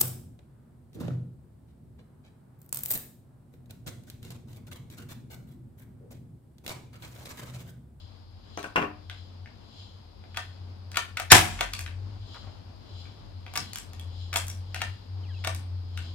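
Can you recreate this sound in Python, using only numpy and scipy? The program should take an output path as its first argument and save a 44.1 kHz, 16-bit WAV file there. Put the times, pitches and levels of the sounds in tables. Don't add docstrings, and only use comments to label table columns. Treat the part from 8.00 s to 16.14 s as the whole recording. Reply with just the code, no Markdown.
import sys
import numpy as np
from scipy import signal
from scipy.fft import rfft, irfft, next_fast_len
from scipy.io import wavfile

SR = 44100
rng = np.random.default_rng(int(sys.argv[2]) if len(sys.argv) > 2 else 0)


def waveform_to_disk(signal):
    frames = np.transpose(np.atleast_2d(signal))
    scaled = np.clip(frames, -1, 1) * 32767
    samples = np.round(scaled).astype(np.int16)
    wavfile.write(sys.argv[1], SR, samples)


N = 358974
TIME = np.arange(N) / SR

# pitch_hz, level_db
DRONE = [(15, -53), (25, -33), (45, -8.5), (72, -16), (91, 4), (100, -4), (120, -21), (200, -43.5),
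         (600, -90)]
# time_s, level_db
DRONE_LEVEL = [(0, -48), (2.2, -49), (3.6, -45), (4.5, -45), (5.7, -46), (6.3, -46.5), (8.1, -45)]
# pitch_hz, correlation
DRONE_LIKENESS = [(30, 0.99), (88, 0.87), (130, 1), (290, 0.38), (640, 0.083)]
# pitch_hz, level_db
WASH = [(60, -40), (125, -19), (175, -22), (211, -20), (300, -24.5), (438, -28.5), (907, -29.5),
        (1800, -41.5), (2700, -41.5), (5000, -44.5), (16000, -87.5)]
# pitch_hz, level_db
HISS = [(1000, -24), (2600, -14), (3200, -4), (4000, -0.5), (4500, 3), (5100, 4.5), (5700, -23.5),
        (8000, -23), (12000, -16.5), (16000, -38)]
# pitch_hz, correlation
LIKENESS = [(60, 0.82), (130, 1), (290, 1), (640, -0.22), (1400, 0.23), (3100, -0.078), (16000, 0.21)]
# crest_s, level_db
RASPS = [(0.0, -57.5), (0.58, -55.5), (1.18, -56), (1.8, -52), (2.431, -54.5), (4.35, -50), (5.0, -51.5),
         (5.631, -49), (6.22, -51), (6.83, -50.5), (7.409, -54.5), (8.06, -51)]
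# pitch_hz, level_db
RASP = [(1500, -26), (2600, -14), (3000, -1.5), (3400, 2.5), (3700, -6.5), (4050, 3.5), (4500, -7),
        (5000, -0.5), (5800, -21), (7000, -14), (8000, -27.5), (16000, -40.5)]
# pitch_hz, early_t60_s, late_t60_s
ROOM = [(100.2, 0.3, 0.85), (400, 0.23, 1), (988, 0.32, 1.0), (3020, .28, 1), (7105, 0.22, 1),
        (13790, 0.3, 0.49)]
# start_s, level_db, body_db, treble_db, ring_hz, ring_db
TICKS = [(0.5737, -37, -23, -12, 6140, -14), (0.592, -47.5, -27, -2, 4100, -3),
         (0.6286, -39, -27, -5, 3550, -17), (1.0976, -33, -35, -18.5, 3500, -16),
         (1.459, -45, -22, -25, 2050, -7), (2.239, -52.5, 6.5, -24, 2090, -15),
         (2.9164, -41, -27, -5, 4730, -15), (3.735, -29, -28, -2.5, 4420, -10),
         (3.791, -34.5, -27.5, 1.5, 2470, -8.5), (3.8112, -45.5, -24, 7, 2580, -15),
         (3.862, -32, -27, -19, 2290, -27), (4.345, -48, -2.5, -13, 1500, -15.5),
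         (5.054, -49, -15, -22.5, 2380, -12), (5.4646, -41, -7, -18.5, 2380, -7.5),
         (5.5373, -40.5, -1.5, -1.5, 5230, -22), (5.7327, -40.5, -21, 5.5, 4400, -4),
         (5.7574, -34, -21, 2.5, 3000, -16), (5.7842, -44, -31, 9, 6500, -15),
         (5.933, -47, -14, -1, 7490, -25), (5.9963, -54, -20, 9.5, 3360, 7),
         (6.3698, -29.5, -8, 6.5, 3080, -14), (6.468, -53.5, -29, 11, 9800, -2),
         (6.4816, -43.5, -27, 10, 9700, -2), (6.5, -43, -33, 5.5, 5740, -3),
         (6.745, -29, -9.5, -7, 2380, -16.5), (6.7635, -37.5, 0.5, -13, 2920, -9.5),
         (7.5474, -42, -18.5, 6, 7250, -10), (7.9747, -32.5, -28, -10, 3300, -23.5)]
# start_s, landing_db, catch_delay_s, catch_db, travel_s, seating_db, body_db, treble_db, ring_hz, ring_db
PRESSES = [(2.345, -42.5, 0.017, -41, 0.026, -24.5, -10, -10, 3440, -17),
           (2.944, -35.5, 0.013, -31, 0.026, -16.5, -14, -8.5, 1440, -12.5),
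           (3.1706, -23, 0.011, -45, 0.027, -27, -22, -4, 732, -5.5),
           (3.59, -33.5, 0.0064, -43.5, 0.018, -18, -5, -9.5, 2200, -18),
           (5.5554, -26, 0.006, -30, 0.019, -28, -8, 0.5, 5220, 3),
           (6.3292, -28, 0.01, -30, .0295, -21.5, -4, -2, 3450, -3),
           (6.805, -37.5, 0.0037, -47.5, 0.012, -23, -8, -11, 2785, -6),
           (7.44, -34, 0.0069, -27, 0.032, -22.5, -6.5, -7.5, 1217, -10)]
# pitch_hz, level_db
GUN_COLOUR = [(100, -13.5), (400, -10), (680, 1.5), (1200, -2), (2000, -3.5), (3300, -4.5), (4500, -1),
              (8000, 4.5), (12000, -4), (16000, -12.5)]
# pitch_hz, boost_db, width_hz
SHELL = [(1174, 7.5, 62), (1520, 5.5, 140), (1790, 6, 76), (2280, 5.5, 170), (2680, 5.5, 340),
         (3285, 5, 220), (4150, -0.5, 110)]
# pitch_hz, level_db, t60_s
GUN_MODES = [(670, 8.5, 0.13), (730, 13, 0.14), (960, 9, 0.1), (1227, 6, 0.1), (1471, 5.5, 0.09),
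             (1820, 8.5, 0.14), (2240, 2.5, 0.07), (2740, -0.5, 0.08), (3400, -0.5, .05)]
# start_s, level_db, body_db, treble_db, ring_hz
KNOCKS = [(0.5745, -34, 5, -3, 1280), (0.5919, -41, 6.5, 3, 2320), (0.641, -31, -5, -4, 1530),
          (0.7585, -15, -16, -9, 1030), (0.7653, -18, -24, -24, 2780), (0.7705, -25, -2.5, -25, 1125),
          (0.782, -27.5, 6.5, -16, 330), (0.7921, -30, -2.5, -10, 1520), (0.8175, -27, -3.5, -11, 1144),
          (0.8245, -24.5, -1, -14, 810)]
# pitch_hz, level_db
FLOOR_COLOUR = [(60, -11), (130, -3), (380, 4.5), (600, 5), (1400, 6.5), (2800, 0), (3800, -17), (6000, -8),
                (10000, -17.5), (16000, -21)]
# pitch_hz, level_db, t60_s
FLOOR_MODES = [(213, -1, 0.39), (300, -1, 0.46), (397, 1, 0.21), (607, -3, 0.67), (729, 3, 0.47),
               (802, -2.5, 0.19), (1009, 1, 0.16), (1128, 1, 0.16), (1486, 3, 0.099), (1647, -6, 0.13),
               (2740, -8, 0.33)]
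# start_s, length_s, start_hz, end_hz, level_db, half_order_db
ENGINES = [(1.03, 0.49, 92.4, 88.8, -50, -18), (1.619, 0.53, 100.3, 95, -51.5, -21),
           (2.302, 0.73, 91.2, 90.4, -43, -26), (3.5, 0.26, 84.6, 91.3, -43.5, 1.5),
           (3.797, 0.47, 80.3, 102.3, -37.5, -12), (5.878, 1.26, 85.3, 94.2, -38, -16),
           (6.96, 1.2, 93.3, 87.45, -34.5, -30)]
# start_s, level_db, body_db, treble_db, ring_hz
SHOT = [(3.3168, 5, -9.5, 6.5, 5700), (3.3205, -5.5, 6, -5.5, 1560), (3.3265, -17.5, 4.5, 0.5, 2250)]
# pitch_hz, level_db
SHOT_COLOUR = [(30, -4.5), (110, -5), (200, -5.5), (350, 2), (500, -7), (750, 8.5), (1100, 4), (1600, 7),
               (2400, 5.5), (4500, 1), (8000, 0), (11000, -3.5), (16000, -14.5)]
# pitch_hz, level_db, t60_s
PLUNGER_MODES = [(1537, -1.5, .15), (1760, 2, .17), (3600, -4, 0.071), (3996, -2, 0.16), (4550, -6, .1),
                 (5471, -0.5, .12), (7089, -3, .13)]
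# pitch_hz, level_db, t60_s
PANEL_MODES = [(222.4, -2.5, 0.89), (314, 0, 0.34), (377, 2, 0.12), (400.5, 5, 0.088), (727, 0, 0.54),
               (792, 3.5, 0.44), (950, -2.5, 0.22), (1006, 6, .22), (1380, -6.5, .14), (1400, -5, 0.28),
               (1590, 0, 0.22), (1640, -2, 0.17), (2280, -3.5, 0.26), (2330, 1, 0.2), (2770, 2.5, 0.14),
               (3070, 0.5, 0.19), (6000, -6, .22), (6800, -8.5, .2)]
# pitch_hz, level_db, t60_s
THUMP_MODES = [(48, -8, 0.24), (89.6, -1.5, 0.42), (109, 1.5, 0.29), (159, -7, 0.7)]
# start_s, length_s, centre_hz, level_db
RUSTLES = [(4.044, 0.16, 170, -55.5), (4.333, 0.062, 1000, -57), (4.407, 0.12, 800, -58),
           (5.56, 0.14, 186, -49)]
# start_s, length_s, start_hz, end_hz, level_db
SQUEAKS = [(7.218, 0.135, 3340, 1520, -57), (7.296, 0.094, 3430, 2560, -55.5)]

WASH_START_DB, WASH_DB, WASH_RISE_S = -58.5, -53, 4.1
WASH_FLUTTER_DB, WASH_FLUTTER_HZ = 1.2, 14
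HISS_START_DB, HISS_END_DB = -67, -63
RASP_RISE_DB_PER_S, RASP_FALL_DB_PER_S = 91, 72
ECHO_SPREAD_DB, ECHOES_PER_S, ECHO_BLUR_S = 4, 600, .1
RATTLE_GAP_S, RATTLE_DB, RATTLE_LOSS_DB = 0.014, -19, 5.5
RATTLE_BODY_DB, RATTLE_TREBLE_DB, RATTLE_HZ = -0.5, -12.5, 4740
NOSE_HZ, NOSE_RING_DB, CATCH_HZ, CATCH_RING_DB = 2100, -6.5, 3450, -3
LANDING_BODY_DB, LANDING_TREBLE_DB = -7.5, -8.5
CATCH_BODY_DB, CATCH_TREBLE_DB = 1, -3
REDRAW_S, MODE_DETUNE, MODE_SPREAD_DB = .35, .012, 3
THUD_GAP_S, THUD_DB, THUD_LOSS_DB = .009, -17.5, -1.5
THUD_BODY_DB, THUD_TREBLE_DB, THUD_HZ = 8.5, 6, 1120
SHOT_GRIT, PRESS_GRIT, KNOCK_GRIT = .25, .45, .35
CUTOFF_HZ = 16000


def from_db(db):
    return np.exp(np.asarray(db) * np.log(10) / 20)


def at_hz(points, hz, axis=1):
    points = np.array(points, float)
    return np.interp(np.log(np.maximum(hz, 1)), np.log(points[:, 0]), points[:, axis])


def unit_energy(x):
    return x / np.sqrt(np.sum(x ** 2, axis=-1, keepdims=True) + 1e-20)


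def band(x, hz, kind, order=2):
    sos = signal.butter(order, np.clip(hz, 10, .45 * SR), kind, fs=SR, output="sos")
    return signal.sosfilt(sos, x)


def convolve(x, response):
    return signal.fftconvolve(np.atleast_2d(x), np.atleast_2d(response), axes=-1)[:, :N]


def pan(left_db):
    return from_db(np.array([[left_db], [-left_db]]) / 2)


def waver(rate_hz):
    steps = rng.standard_normal(N // 20)
    return 1.2 * np.interp(TIME * rate_hz, np.arange(len(steps)), steps)


def steady_noise(spectrum, likeness, lag_s=0):
    size = next_fast_len(N)
    hz = np.fft.rfftfreq(size, 1 / SR)
    alike = np.clip(at_hz(likeness, hz), -1, 1)
    mid, side = rfft(rng.standard_normal((2, size))) * from_db(at_hz(spectrum, hz))
    stereo = np.sqrt(1 + alike) * mid + np.sqrt(1 - alike) * side * [[1], [-1]]
    left, right = irfft(stereo)[:, :N]
    return np.array([left, np.roll(right, int(lag_s * SR))]) / left.std()


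def background():
    drone_gain = from_db(np.interp(TIME, *np.transpose(DRONE_LEVEL)))
    drone = drone_gain * steady_noise(DRONE, DRONE_LIKENESS, lag_s=0.00063)
    wash_db = np.interp(TIME, [0, WASH_RISE_S], [WASH_START_DB, WASH_DB])
    wash_db = wash_db + WASH_FLUTTER_DB * waver(WASH_FLUTTER_HZ)
    wash = from_db(wash_db) * steady_noise(WASH, DRONE_LIKENESS, lag_s=0.00063)
    hiss = from_db(np.linspace(HISS_START_DB, HISS_END_DB, N)) * steady_noise(HISS, LIKENESS)
    return pan(4.3) * (drone + wash + hiss)


def rasps():
    swell = 0
    for crest_s, level_db in RASPS:
        climb_db = RASP_RISE_DB_PER_S * (crest_s - TIME)
        fall_db = RASP_FALL_DB_PER_S * (TIME - crest_s)
        swell = swell + from_db(level_db - np.maximum(climb_db, fall_db))
    return pan(4.0) * from_db(0.5) * swell * steady_noise(RASP, LIKENESS)


def crack(colour, size=4096):
    cepstrum = irfft(np.log(from_db(at_hz(colour, np.fft.rfftfreq(size, 1 / SR)))))
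    cepstrum[1:size // 2] *= 2
    cepstrum[size // 2 + 1:] = 0
    return irfft(np.exp(rfft(cepstrum)))


def ringing(modes, rise_s=0.0053, apart_hz=700):
    t, out = TIME[:SR // 2], 0
    for k, (hz, db, t60) in enumerate(modes):
        phase = rng.uniform(-1, 1) * min(hz / apart_hz, 1) * np.array([[1], [-1]])
        envelope = from_db(-60 * t / t60) * (1 - np.exp(-t / rise_s))
        wave = np.sin(2 * np.pi * hz * t + phase) * envelope
        out = out + (-1) ** k * from_db(db) * unit_energy(wave)
    return unit_energy(out)


def chatter(length_s, bounce=0.57, count=7, size=2048):
    hz = np.fft.rfftfreq(size, 1 / SR)
    shares = rng.uniform(.2, 1, (count, 1))
    delay = np.exp(-2j * np.pi * hz * length_s * shares / shares.sum())
    bounce = np.clip(bounce, 0, .8)
    return irfft(np.prod((bounce + delay) / (1 + bounce * delay), axis=0))


def contacts(rows, chatter_s, grit, part_db, part_t60, body_hz=1000, treble_hz=5000, size=4096):
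    force, t = np.zeros(N + size), TIME[:size]
    for s, level_db, body_db, treble_db, ring_hz in rows:
        grains = unit_energy(rng.standard_normal(size) ** 3 * np.exp(-t / chatter_s))
        blow = unit_energy(chatter(chatter_s, size=size) + grit * grains)
        colour = [(body_hz / 1.4, body_db + 5), (body_hz * 1.4, 0),
                  (treble_hz / 1.4, 0), (treble_hz * 1.4, treble_db - 2)]
        touch = signal.fftconvolve(blow, crack(colour))[:size]
        tone = np.sin(2 * np.pi * ring_hz * t) * from_db(-60 * t / part_t60)
        part = unit_energy(signal.fftconvolve(blow, tone)[:size])
        start = int(s * SR)
        force[start:start + size] += from_db(level_db) * (touch + from_db(part_db) * part)
    return force[:N]


def bounces(hits, gap_s, first_db, loss_db, body_db, brighter_db, ring_hz, count=2):
    uneven = rng.uniform(.8, 1.2, (len(hits), count))
    touches = []
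    for (s, level_db, _, treble_db, _), spread in zip(hits, uneven):
        for k in range(count):
            touch_s = s + gap_s * (k + 1) * spread[k]
            touch_db = level_db + first_db - loss_db * k
            touches.append((touch_s, touch_db, body_db, treble_db + brighter_db, ring_hz))
    return touches


def rattled(hits):
    return hits + bounces(hits, RATTLE_GAP_S, RATTLE_DB, RATTLE_LOSS_DB,
                          RATTLE_BODY_DB, RATTLE_TREBLE_DB, RATTLE_HZ)


def pings(rows, t60):
    out, t = np.zeros(N), TIME[:SR // 20]
    for s, level_db, ring_hz in rows:
        tone = unit_energy(np.sin(2 * np.pi * ring_hz * t) * from_db(-60 * t / t60))
        out[int(s * SR):int(s * SR) + len(t)] += from_db(level_db) * tone
    return out


def room(wet_db, late_db, lag_s, dull_db=0):
    t, edges = TIME[:SR], 45 * 2 ** np.arange(0, 9, .5)
    echoes = from_db(ECHO_SPREAD_DB * waver(ECHOES_PER_S)[:SR] * np.exp(-t / ECHO_BLUR_S))
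    white, tail = rng.standard_normal((2, 2, SR)) * echoes, 0
    for k, (low, high) in enumerate(zip(edges, edges[1:])):
        hz = np.sqrt(low * high)
        alike = np.clip(at_hz(LIKENESS, hz), -1, 1)
        mid, side = band(white[k % 2], [low, high], "band")
        noise = np.sqrt(1 + alike) * mid + np.sqrt(1 - alike) * side * [[1], [-1]]
        early = from_db(-60 * t / at_hz(ROOM, hz))
        late = from_db(late_db - 60 * t / at_hz(ROOM, hz, axis=2))
        onset = 1 - np.exp(-t / 0.00028)
        loss = from_db(-dull_db * max(np.log2(hz / 4000), 0))
        share = np.sqrt(2 * (high - low) / SR)
        tail = tail + loss * unit_energy(noise * (early + late) * onset) * share
    response = from_db(wet_db) * tail
    response[0, 0] += 1
    response[1, int(abs(lag_s) * SR)] += 1
    return response


def ticks():
    hits = [row[:5] for row in TICKS]
    rings = [(s, level_db + ping_db, ring_hz) for s, level_db, _, _, ring_hz, ping_db in TICKS]
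    force = contacts(rattled(hits), chatter_s=0.0013, grit=0.67, part_db=-24.0, part_t60=.007)
    return force + pings(rings, t60=.013)


def presses():
    approach, seatings, rings = [], [], []
    for (s, landing_db, catch_delay_s, catch_db, travel_s, seating_db,
         body_db, treble_db, ring_hz, ring_db) in PRESSES:
        catch_s, seat_s = s + catch_delay_s, s + travel_s
        approach.append((s, landing_db, body_db + LANDING_BODY_DB, treble_db + LANDING_TREBLE_DB, NOSE_HZ))
        approach.append((catch_s, catch_db, body_db + CATCH_BODY_DB, treble_db + CATCH_TREBLE_DB, CATCH_HZ))
        seatings.append((seat_s, seating_db, body_db, treble_db, ring_hz))
        rings.append((s, landing_db + NOSE_RING_DB, NOSE_HZ))
        rings.append((catch_s, catch_db + CATCH_RING_DB, CATCH_HZ))
        rings.append((seat_s, seating_db + ring_db, ring_hz))
    hits = approach + rattled(seatings)
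    force = contacts(hits, chatter_s=.0019, grit=PRESS_GRIT, part_db=-29.5, part_t60=0.013)
    return force + from_db(-7) * pings(rings, t60=0.0076)


def shell(x):
    for hz, boost_db, width_hz in SHELL:
        peak = signal.lfilter(*signal.iirpeak(hz, hz / width_hz, fs=SR), x)
        x = x + (from_db(boost_db) - 1) * peak
    return x


def housing(force):
    out, step = np.zeros((2, N + SR)), int(REDRAW_S * SR)
    for start in range(0, N, step):
        shifts = rng.standard_normal((len(GUN_MODES), 2))
        modes = [(hz * np.exp(MODE_DETUNE * a), db + MODE_SPREAD_DB * b, t60)
                 for (hz, db, t60), (a, b) in zip(GUN_MODES, shifts)]
        ring = signal.fftconvolve(force[None, start:start + step], ringing(modes), axes=-1)
        out[:, start:start + ring.shape[1]] += ring
    return out[:, :N]


def handling():
    pressed, ticked = presses(), ticks()
    snap = unit_energy(shell(crack(GUN_COLOUR)))
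    heavy_room = room(wet_db=1.0, late_db=-31, lag_s=.00008, dull_db=4.0)
    heavy = convolve(convolve(pressed, snap), heavy_room)
    light_room = room(wet_db=1.5, late_db=-35.5, lag_s=.00008, dull_db=4.5)
    light = convolve(convolve(ticked, snap), light_room)
    body = from_db(-8.0) * housing(pressed + from_db(-1) * ticked)
    return from_db(25.0) * pan(3.4) * (heavy + light + body)


def knocks():
    thuds = bounces(KNOCKS, THUD_GAP_S, THUD_DB, THUD_LOSS_DB, THUD_BODY_DB, THUD_TREBLE_DB, THUD_HZ)
    force = contacts(KNOCKS + thuds, chatter_s=0.002, grit=KNOCK_GRIT, part_db=-23, part_t60=0.014)
    rings = [(s, level_db, ring_hz) for s, level_db, _, _, ring_hz in KNOCKS]
    woody = from_db(-3.0) * pings(rings, t60=0.027)
    clack = convolve(force, unit_energy(crack(FLOOR_COLOUR))) + woody
    clack = convolve(clack, room(wet_db=1.0, late_db=-41, lag_s=0.00026))
    boards = from_db(-4.5) * convolve(force, ringing(FLOOR_MODES, rise_s=0.0026))
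    return from_db(19.0) * pan(3.7) * (clack + boards)


def engines(swell=0.27, flattening=1.505):
    out = np.zeros(N)
    for s, length, start_hz, end_hz, level_db, half_order_db in ENGINES:
        heard = (TIME > s) & (TIME < s + length)
        along = (TIME[heard] - s) / length
        from_top = along if start_hz > end_hz else 1 - along
        hz = max(start_hz, end_hz) - abs(end_hz - start_hz) * from_top ** flattening
        phase = 2 * np.pi * np.cumsum(hz) / SR
        tone = np.sin(phase) + from_db(half_order_db) * np.sin(phase / 2)
        out[heard] += from_db(level_db) * np.sin(np.pi * along) ** swell * tone
    return np.sqrt(2) * pan(3.3) * out


def shot(lead_s=.016, lead_db=-17, early_ring_db=0, plunger_db=7, ring_db=13, thump_db=15.0):
    blow_s = SHOT[0][0]
    until, colour = blow_s - TIME, unit_energy(crack(SHOT_COLOUR))
    lead_swell = np.clip(1 - until / lead_s, 0, 1) * (until > 0)
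    lead_noise = lead_swell * band(rng.standard_normal(N), [1200, 7000], "band")
    forces = []
    for hit in SHOT:
        force = contacts([hit], chatter_s=0.0028, grit=SHOT_GRIT, part_db=-30.0, part_t60=0.02)
        forces.append(from_db(17.5) * force)
    forces.append(from_db(lead_db) * lead_noise)
    bang = 0
    for force in forces:
        reflections = room(wet_db=4.0, late_db=-25.5, lag_s=.0001, dull_db=3.5)
        bang = bang + convolve(convolve(force, colour), reflections)
    blow = signal.unit_impulse(N, int(blow_s * SR))
    lead_start = signal.unit_impulse(N, int((blow_s - lead_s) * SR))
    struck = convolve(from_db(plunger_db) * blow, ringing(PLUNGER_MODES))
    early_modes = ringing(PLUNGER_MODES, rise_s=0.013)
    early_ring = convolve(from_db(plunger_db + early_ring_db) * lead_start, early_modes)
    panel = from_db(ring_db) * convolve(blow, ringing(PANEL_MODES, apart_hz=450))
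    floor = from_db(thump_db) * convolve(blow, ringing(THUMP_MODES, rise_s=0.0035, apart_hz=170))
    return pan(2.2) * (bang + panel + struck + early_ring) + floor


def rustles(rough_db=4, grain_hz=110):
    out, grain = np.zeros((2, N)), from_db(rough_db * waver(grain_hz))
    for s, length, centre_hz, level_db in RUSTLES:
        heard = (TIME > s) & (TIME < s + length)
        noise = rng.standard_normal((3, heard.sum()))
        shared, left, right = band(noise, [centre_hz / 1.6, centre_hz * 1.6], "band")
        rub = shared + .5 * np.array([left, right])
        stroke = np.sin(np.pi * (TIME[heard] - s) / length) * grain[heard]
        out[:, heard] += from_db(level_db) * stroke * rub / rub.std()
    return pan(2.7) * out


def squeaks(waver_hz=130, rough=0.55, flattening=.68, jitter_hz=85):
    out, jitter = np.zeros(N), jitter_hz * waver(waver_hz)
    for s, length, start_hz, end_hz, level_db in SQUEAKS:
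        along = np.clip((TIME - s) / length, 0, 1) ** flattening
        hz = end_hz + (start_hz - end_hz) * np.cos(np.pi / 2 * along) ** 2
        strength = np.sqrt(np.abs(np.sin(np.pi * along)))
        out += from_db(level_db) * strength * np.sin(2 * np.pi * np.cumsum(hz + jitter) / SR)
    return out * (1 + rough * waver(waver_hz))


def scene():
    gun = handling() + knocks() + shot()
    return gun + rustles() + engines() + squeaks() + rasps() + background()


def record(dry, port_hz=7200, right_bright=0.3):
    sound = dry + right_bright * band(dry, [port_hz, 2 * port_hz], "band") * [[-1], [1]]
    clipped = sound / (1 + sound ** 8) ** (1 / 8)
    return signal.sosfilt(signal.ellip(10, .2, 70, CUTOFF_HZ, fs=SR, output="sos"), clipped)


dry = scene()
out = record(dry)
waveform_to_disk(out)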